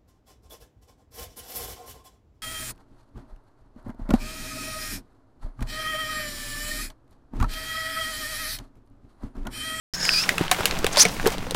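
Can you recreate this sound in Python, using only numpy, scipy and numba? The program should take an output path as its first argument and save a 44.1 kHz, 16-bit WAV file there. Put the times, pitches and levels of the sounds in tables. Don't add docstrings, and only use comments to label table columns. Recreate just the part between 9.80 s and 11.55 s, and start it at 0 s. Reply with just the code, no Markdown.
import sys
import numpy as np
from scipy import signal
from scipy.fft import rfft, irfft
from scipy.io import wavfile
from scipy.ndimage import uniform_filter1d, minimum_filter1d
from numba import njit

SR = 44100
rng = np.random.default_rng(int(sys.argv[2]) if len(sys.argv) > 2 else 0)


def gain_from_db(level_db):
    decades = np.asarray(level_db, float) / 20
    return 10 ** decades


def generate_wav(signal):
    frames = np.transpose(np.atleast_2d(signal))
    scaled = np.clip(frames, -1, 1) * 32767
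    pcm = np.round(scaled).astype(np.int16)
    wavfile.write(sys.argv[1], SR, pcm)


N = 77175
T = np.arange(N) / SR
START_S = .1368

# time in seconds, pitch in Hz, level in dB, creak
# in dB re level.
SQUEAL_PATH = [
    (.137, 5353, -27.5, -14.5),
    (.156, 5370, -29, -11),
    (.163, 5274, -39, -1),
    (.192, 5195, -39, 2.5),
               (.2, 5137, -32, -6),
    (0.234, 5205, -27.5, -7.5),
    (0.267, 5040, -26.5, -6.5),
    (.306, 4957, -27, -7.5),
    (.34, 4780, -22.5, -12.5),
    (.352, 4850, -25, -11),
    (0.389, 4890, -21.5, -15),
    (.432, 5460, -26.5, -10),
    (.458, 5436, -40, 3),
]
# time in seconds, pitch in Hz, level in dB.
STRAND_PATH = [
    (.2, 5450, -38),
    (.232, 5420, -31),
    (.28, 5200, -40),
    (.32, 5240, -26.5),
    (.35, 5150, -30),
    (.37, 5130, -43),
]
# start in seconds, peak in dB, ring in Hz, treble in dB re peak, t60 in seconds.
WALL_CRACKS = [
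    (0.4908, -5, 1930, -4, 0.012),
    (0.7136, -2, 1760, 3.5, 0.012),
    (0.8553, -2, 2530, 4, 0.011),
    (1.0438, -11, 2230, -6, 0.0093),
    (1.0658, -6, 2460, 0, 0.0087),
    (1.1711, -2.5, 4000, -15, 0.0056),
    (1.5817, -16.5, 3600, -13, 0.0063),
    (1.7091, -13.5, 3830, -4, 0.0055),
    (1.7454, -15, 3400, -5, 0.021),
]
# start in
# seconds, peak in dB, ring in Hz, treble in dB re peak, t60 in seconds.
FURTHER_CRACKS = [(.435, -13.5, 2500, -28, 0.044), (.6802, -17, 2260, -20, 0.0063),
                  (.745, -14.5, 1750, -18, 0.013), (.807, -14.5, 1240, -12, 0.012),
                  (.9885, -25.5, 1800, 8, 0.015), (1.1282, -21.5, 6500, -11, 0.034),
                  (1.142, -22, 4230, -8, 0.011), (1.159, -14, 3040, -25, 0.018), (1.285, -21, 4970, -2, 0.012),
                  (1.366, -23.5, 1480, -10, 0.019), (1.504, -24, 2000, 5, 0.0041),
                  (1.519, -28.5, 3000, 5, 0.062), (1.6675, -31.5, 1500, -22, 0.0083),
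                  (0.2521, -17.5, 2300, 4.5, 0.0062), (0.291, -16, 2300, -10, 0.0046),
                  (0.5807, -10, 2160, -5.5, 0.016), (0.9104, -10, 2360, -12, 0.0049),
                  (1.2516, -7.5, 2270, -10, 0.02), (1.3981, -19, 1600, -15, 0.0076),
                  (1.4578, -10, 1770, -13, 0.013), (1.4724, -11.5, 3780, 4.5, 0.0069),
                  (.882, -20, 2300, -11, 0.0068), (1.036, -30, 2100, -16, 0.0071),
                  (1.534, -26, 2500, -2, 0.0068), (1.465, -15, 2500, -10, .008)]
# start in seconds, peak in dB, pitch in Hz, t60 in seconds.
PANEL_MODES = [(.2523, -18.5, 2210, 0.0073), (.2523, -19, 7360, .006), (.2913, -11, 1850, 0.0062),
               (.2913, -8.5, 2570, 0.008), (.4911, -10.5, 1930, 0.006), (.4911, -15, 5110, 0.0052),
               (.4911, -18, 7580, 0.0063), (.581, -15.5, 1350, 0.0089), (.581, -18, 2630, 0.0066),
               (.581, -25, 4060, 0.0051), (.6805, -25.5, 3160, 0.0043), (.7139, -12, 3780, 0.012),
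               (.7139, -16, 1633, 0.012), (.8556, -12, 1650, .008), (.8556, -11, 2200, 0.0067),
               (.8556, -12.5, 2784, 0.0062), (.8556, -15, 4160, 0.0044), (.8556, -18, 9380, 0.0048),
               (.8556, -15, 12150, 0.0066), (1.0441, -14.5, 1480, 0.0061), (1.0441, -18.5, 2800, 0.0086),
               (1.0441, -19.5, 4620, .007), (1.0661, -10, 1720, 0.0042), (1.0661, -13.5, 3880, 0.0039),
               (1.0661, -22, 5570, 0.0049), (1.068, -22.5, 743, 0.022), (1.1715, -15, 970, 0.02),
               (1.2518, -13, 2240, 0.021), (1.2518, -22.5, 3580, 0.01), (1.2518, -19.5, 8100, .008),
               (1.398, -19, 1600, .006), (1.398, -23.5, 810, 0.011), (1.7093, -19.5, 3940, 0.0048),
               (1.7093, -25, 8840, 0.0054)]
# start in seconds, peak in dB, pitch in Hz, t60 in seconds.
BOTTLE_THUMPS = [(0.6093, -13.5, 307, 0.022), (.6097, -17.5, 186, 0.041), (.629, -25, 915, 0.04),
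                 (.7138, -12, 736.5, 0.073), (0.714, -14.5, 1063, 0.045), (.788, -21, 424, 0.036),
                 (.806, -17.5, 616, 0.018), (.856, -20.5, 464, 0.027), (1.0439, -10, 450, 0.017),
                 (1.164, -20.5, 940, 0.04), (1.1712, -12, 587, 0.047), (1.2518, -19, 453, 0.064),
                 (1.2525, -16.5, 713, 0.041), (1.255, -21.5, 185, 0.12), (1.364, -27.5, 402, 0.025),
                 (1.4621, -7, 396, 0.034), (1.474, -11.5, 450, 0.045), (1.666, -25.5, 500, 0.047),
                 (1.718, -22.5, 487, 0.032), (1.746, -17, 940, .025), (1.44, -21, 324, .025),
                 (1.447, -20, 487, .025), (1.547, -26.5, 553, 0.024), (1.518, -26, 600, 0.012),
                 (1.581, -27, 445, .02), (1.625, -31.5, 397, .03), (.843, -26, 470, .03),
                 (.796, -23, 405, 0.033), (1.747, -16, 223, .03), (1.709, -24, 520, .015)]
# start in seconds, peak in dB,
# pitch in Hz.
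LOW_PUSHES = [
    (0.6108, -13, 280),
    (0.804, -21.5, 92),
    (0.9, -26, 64),
    (1.457, -18, 130),
]
# time in seconds, crunch level in dB, spray level in dB.
TYRE_LOAD = [(.137, -48.5, -54), (.2, -41, -51), (.43, -40, -42), (.52, -36.5, -44), (.62, -35, -47),
             (.69, -37.5, -54.5), (.78, -33.5, -44), (1., -34.5, -51.5), (1.11, -40, -50), (1.2, -30, -51),
             (1.3, -37.5, -44.5), (1.44, -40, -48), (1.535, -37, -44), (1.57, -41.5, -60),
             (1.75, -49, -54.5)]
# frequency in Hz, level in dB per Hz.
CRUNCH_TONE = [(90, -36), (170, -5), (720, 0), (1100, -2), (2760, -7.5), (4600, -13.5), (9000, -25),
               (16000, -34)]
# frequency in Hz, level in dB per Hz.
SPRAY_TONE = [(2000, -3), (5000, 8.5), (10000, 2.5), (16000, -0.5)]
# time in seconds, nozzle pitch in Hz, level in dB, hiss in dB re level.
JET_PATH = [
    (1.115, 5960, -57, -4),
    (1.128, 6500, -33, -6),
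    (1.156, 5000, -51, -7),
    (1.178, 4970, -22.5, -2),
    (1.198, 5350, -12, -2),
    (1.214, 6220, -6.5, -7),
    (1.233, 5800, -19, 3),
    (1.24, 5880, -30, -6),
    (1.3, 5460, -45.5, -7),
]
# frequency in Hz, level in dB per Hz.
HISS_TONE = [(500, -48), (900, -9), (3400, -10), (5500, -6), (7400, -10.5), (9500, -6.5), (16500, -25)]
# frequency in Hz, level in dB rms.
ENGINE_HUM = [(50, -51), (126, -50), (178, -44)]
# frequency in Hz, level in dB per Hz.
WIND_TONE = [(4, -18), (8, 6), (16, 6.5), (33, -13), (110, -14), (300, -16), (450, -35)]
# time in seconds, lift in dB.
WIND_GUSTS = [
    (.9, 1.5),
    (1., 10),
    (1.15, -1),
    (1.4, 7.5),
    (1.75, 4.5),
]


def level(x, db):
    return x * gain_from_db(db) / np.sqrt(np.mean(x ** 2))


@njit
def svf(x, hz, width):
    out, band_state, low_state = np.empty(len(x)), 0., 0.
    for i in range(len(x)):
        g, damping = np.tan(np.pi * hz[i] / SR), width / hz[i]
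        v = (band_state + g * (x[i] - low_state)) / (1 + g * (g + damping))
        band_state, low_state = 2 * v - band_state, low_state + 2 * g * v
        out[i] = damping * v
    return out


def band(x, hz, width):
    return svf(x, np.clip(hz + np.zeros(len(x)), 20, .45 * SR), 1. * width)


def colour(x, points):
    hz, db = np.array(points).T
    f = np.maximum(np.fft.rfftfreq(len(x), 1 / SR), 1)
    gain = gain_from_db(np.interp(np.log(f), np.log(hz), db, -90, -90))
    return level(irfft(rfft(x) * gain, len(x)), 0)


def walk(rate):
    k = int(SR / rate)
    steps = np.repeat(rng.standard_normal(N // k + 1), k)
    return 1.9 * uniform_filter1d(uniform_filter1d(steps, k), k)[:N]


def curve(table, column, outside=None):
    p = np.array(table)
    return np.interp(T, p[:, 0], p[:, column], outside, outside)


def phase(hz):
    return 2 * np.pi * np.cumsum(hz) / SR


def add(out, x, s):
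    i = int(s * SR)
    out[i:i + len(x)] += x[:N - i]


def narrow(x, hz, width):
    return level(band(band(x, hz, width), hz, 2 * width), 0)


def squeal():
    effort = SQUEAL_PATH
    hz, n = curve(effort, 1), rng.standard_normal((5, N))
    turn = phase(hz * (1 + 0.00885 * walk(350)))
    tone = gain_from_db(2.3 * walk(250)) * (np.sin(turn) + gain_from_db(-19) * np.sin(2 * turn))
    fuzz = narrow(n[0], hz, 750)

    half_on = np.clip(np.minimum(T - 0.327, 0.425 - T) / 0.011, 0, 1)
    half = narrow(n[1], hz / 1.96, 97) + .7 * np.sin(turn / 1.96) + 0.29 * np.sin(turn / 1.43)

    creak_gain = gain_from_db(curve(effort, 3))
    creak = narrow(n[2], 1574 - 1100 * (T - .3), 370)
    whistle_on = np.clip((0.294 - T) * 50, 0, 1)
    whistle = whistle_on * narrow(n[3], 6680, 274)
    air = level(band(n[4], 0.88 * hz, 3600), -7.5)

    mix = gain_from_db(-0.5) * tone + gain_from_db(-3.5) * fuzz + gain_from_db(-8.5) * half_on * half
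    mix += creak_gain * (creak + gain_from_db(-2.5) * whistle) + air
    return gain_from_db(curve(effort, 2, -90)) * mix


def strand():
    turn = phase(curve(STRAND_PATH, 1) * (1 + 0.0119 * walk(300)))
    return gain_from_db(curve(STRAND_PATH, 2, -90) + 1.5 + 2.5 * walk(201)) * np.sin(turn)


def cracks(rows):
    out, t = np.zeros(N), T[:SR // 8]
    rise = np.minimum(t / 0.00048, 1)
    for s, db, hz, treble_db, t60 in rows:
        noise = rng.standard_normal((2, len(t)))
        noise[:, 12] = 3.1
        fall = np.log(1000) * t / max(t60, .003)
        burst, rattle = np.exp(-(fall / 1.33) ** 2), np.exp(-fall / 10.4)
        ring = noise[0] * rise * (burst + gain_from_db(-11.5) * rattle)
        ring = band(band(ring, hz, .8 * hz), hz, 1.3 * hz)
        snap = noise[1] * rise * (burst + gain_from_db(-15.5) * rattle)
        snap = band(band(snap, 5960, 12000), 6700, 25000)
        both = ring / np.abs(ring).max() + gain_from_db(treble_db) * snap / np.abs(snap).max()
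        add(out, gain_from_db(db - 2.5) * both, s)
    return out


def rings():
    out, t = np.zeros(N), T[:SR // 16]
    for s, db, hz, t60 in PANEL_MODES:
        fall = np.exp(-np.log(1000) * t / max(1.6 * t60, .003)) * (1 - np.exp(-t / 0.00017))
        rough = 0.42 * level(band(rng.standard_normal(len(t)), hz, 0.37 * hz), -2)
        add(out, gain_from_db(db) * fall / fall.max() * (np.sin(2 * np.pi * hz * t) + rough), s)
    return out


def thumps():
    out, t = np.zeros(N), T[:SR // 8]
    for s, db, hz, t60 in BOTTLE_THUMPS:
        fall = np.exp(-np.log(1000) * t / max(t60, .005)) * (1 - np.exp(-t * hz / 0.83))
        rough = level(band(rng.standard_normal(len(t)), 1.02 * hz, 1.24 * hz), -7)
        add(out, gain_from_db(db - 2.5) * fall / fall.max() * (np.sin(2 * np.pi * hz * t) + rough), s)
    return out


def pushes():
    out, t = np.zeros(N), T[:SR // 8]
    for s, db, hz in LOW_PUSHES:
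        add(out, -gain_from_db(db) * np.sin(2 * np.pi * hz * t) * np.exp(-1.6 * hz * t), s)
    return out


def jet():
    n, hz = rng.standard_normal((3, N)), curve(JET_PATH, 1) * (1 + 0.034 * walk(120))
    nozzle = level(band(band(n[0], hz, 570), hz, 2000), 3) * gain_from_db(2.0 * walk(300))
    second = level(band(band(n[2], 4650, 760), 4650, 1600), -1.5) * gain_from_db(2.2 * walk(150))
    air = gain_from_db(0.5 + curve(JET_PATH, 3) + 1.4 * walk(300)) * colour(n[1], HISS_TONE)
    return gain_from_db(curve(JET_PATH, 2, -90) - 3) * (air + nozzle + second)


def grains(rate, spread_db, smear_hz):
    hits = (rng.random(N) < rate / SR) * gain_from_db(spread_db * rng.exponential(size=N))
    pole = np.exp(-2 * np.pi * smear_hz / SR)
    return rng.standard_normal(N) * (1 + signal.lfilter([1], [1, -pole], hits))


def tyre():
    bed = colour(grains(150, spread_db=2.5, smear_hz=97), CRUNCH_TONE)
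    low = signal.sosfilt(signal.butter(2, 900, fs=SR, output="sos"), bed)
    swelling = low * gain_from_db(1.6 * walk(35)) + (bed - low) * gain_from_db(1.4 * walk(25))
    crunch = swelling * gain_from_db(curve(TYRE_LOAD, 1) + 3)
    drops = colour(grains(60, spread_db=.6, smear_hz=110), SPRAY_TONE)
    spray = drops * gain_from_db(curve(TYRE_LOAD, 2) + 4 + 1.1 * walk(25.5))
    return crunch + spray


def engine():
    hum = np.zeros(N)
    for hz, db in ENGINE_HUM:
        hum += gain_from_db(db + 3 + 1.5 * walk(40)) * np.sin(phase(hz * (1 + .045 * walk(40))))
    return hum


def wind():
    return colour(rng.standard_normal(N), WIND_TONE) * gain_from_db(-38 + curve(WIND_GUSTS, 1) + 1.83 * walk(6.24))


def scene():
    bed = squeal() + jet() + tyre() + engine() + wind()
    bed += thumps() + pushes() + cracks(FURTHER_CRACKS) + rings() + strand()
    steady = signal.sosfilt(signal.ellip(8, .2, 60, 15900, fs=SR, output="sos"), bed)
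    return ((cracks(WALL_CRACKS) + steady) * (T > START_S))[None]


def top_cut(x):
    return signal.sosfilt(signal.butter(12, 16840, fs=SR, output="sos"), x)


def record(dry):
    x = signal.sosfilt(signal.ellip(8, .2, 70, 16600, fs=SR, output="sos"), dry)
    limit = .78
    gain = minimum_filter1d(limit / np.maximum(np.abs(x), limit), size=89)
    mix = x * uniform_filter1d(gain, size=45)
    return top_cut(mix)


dry = scene()
out = record(dry)
generate_wav(out)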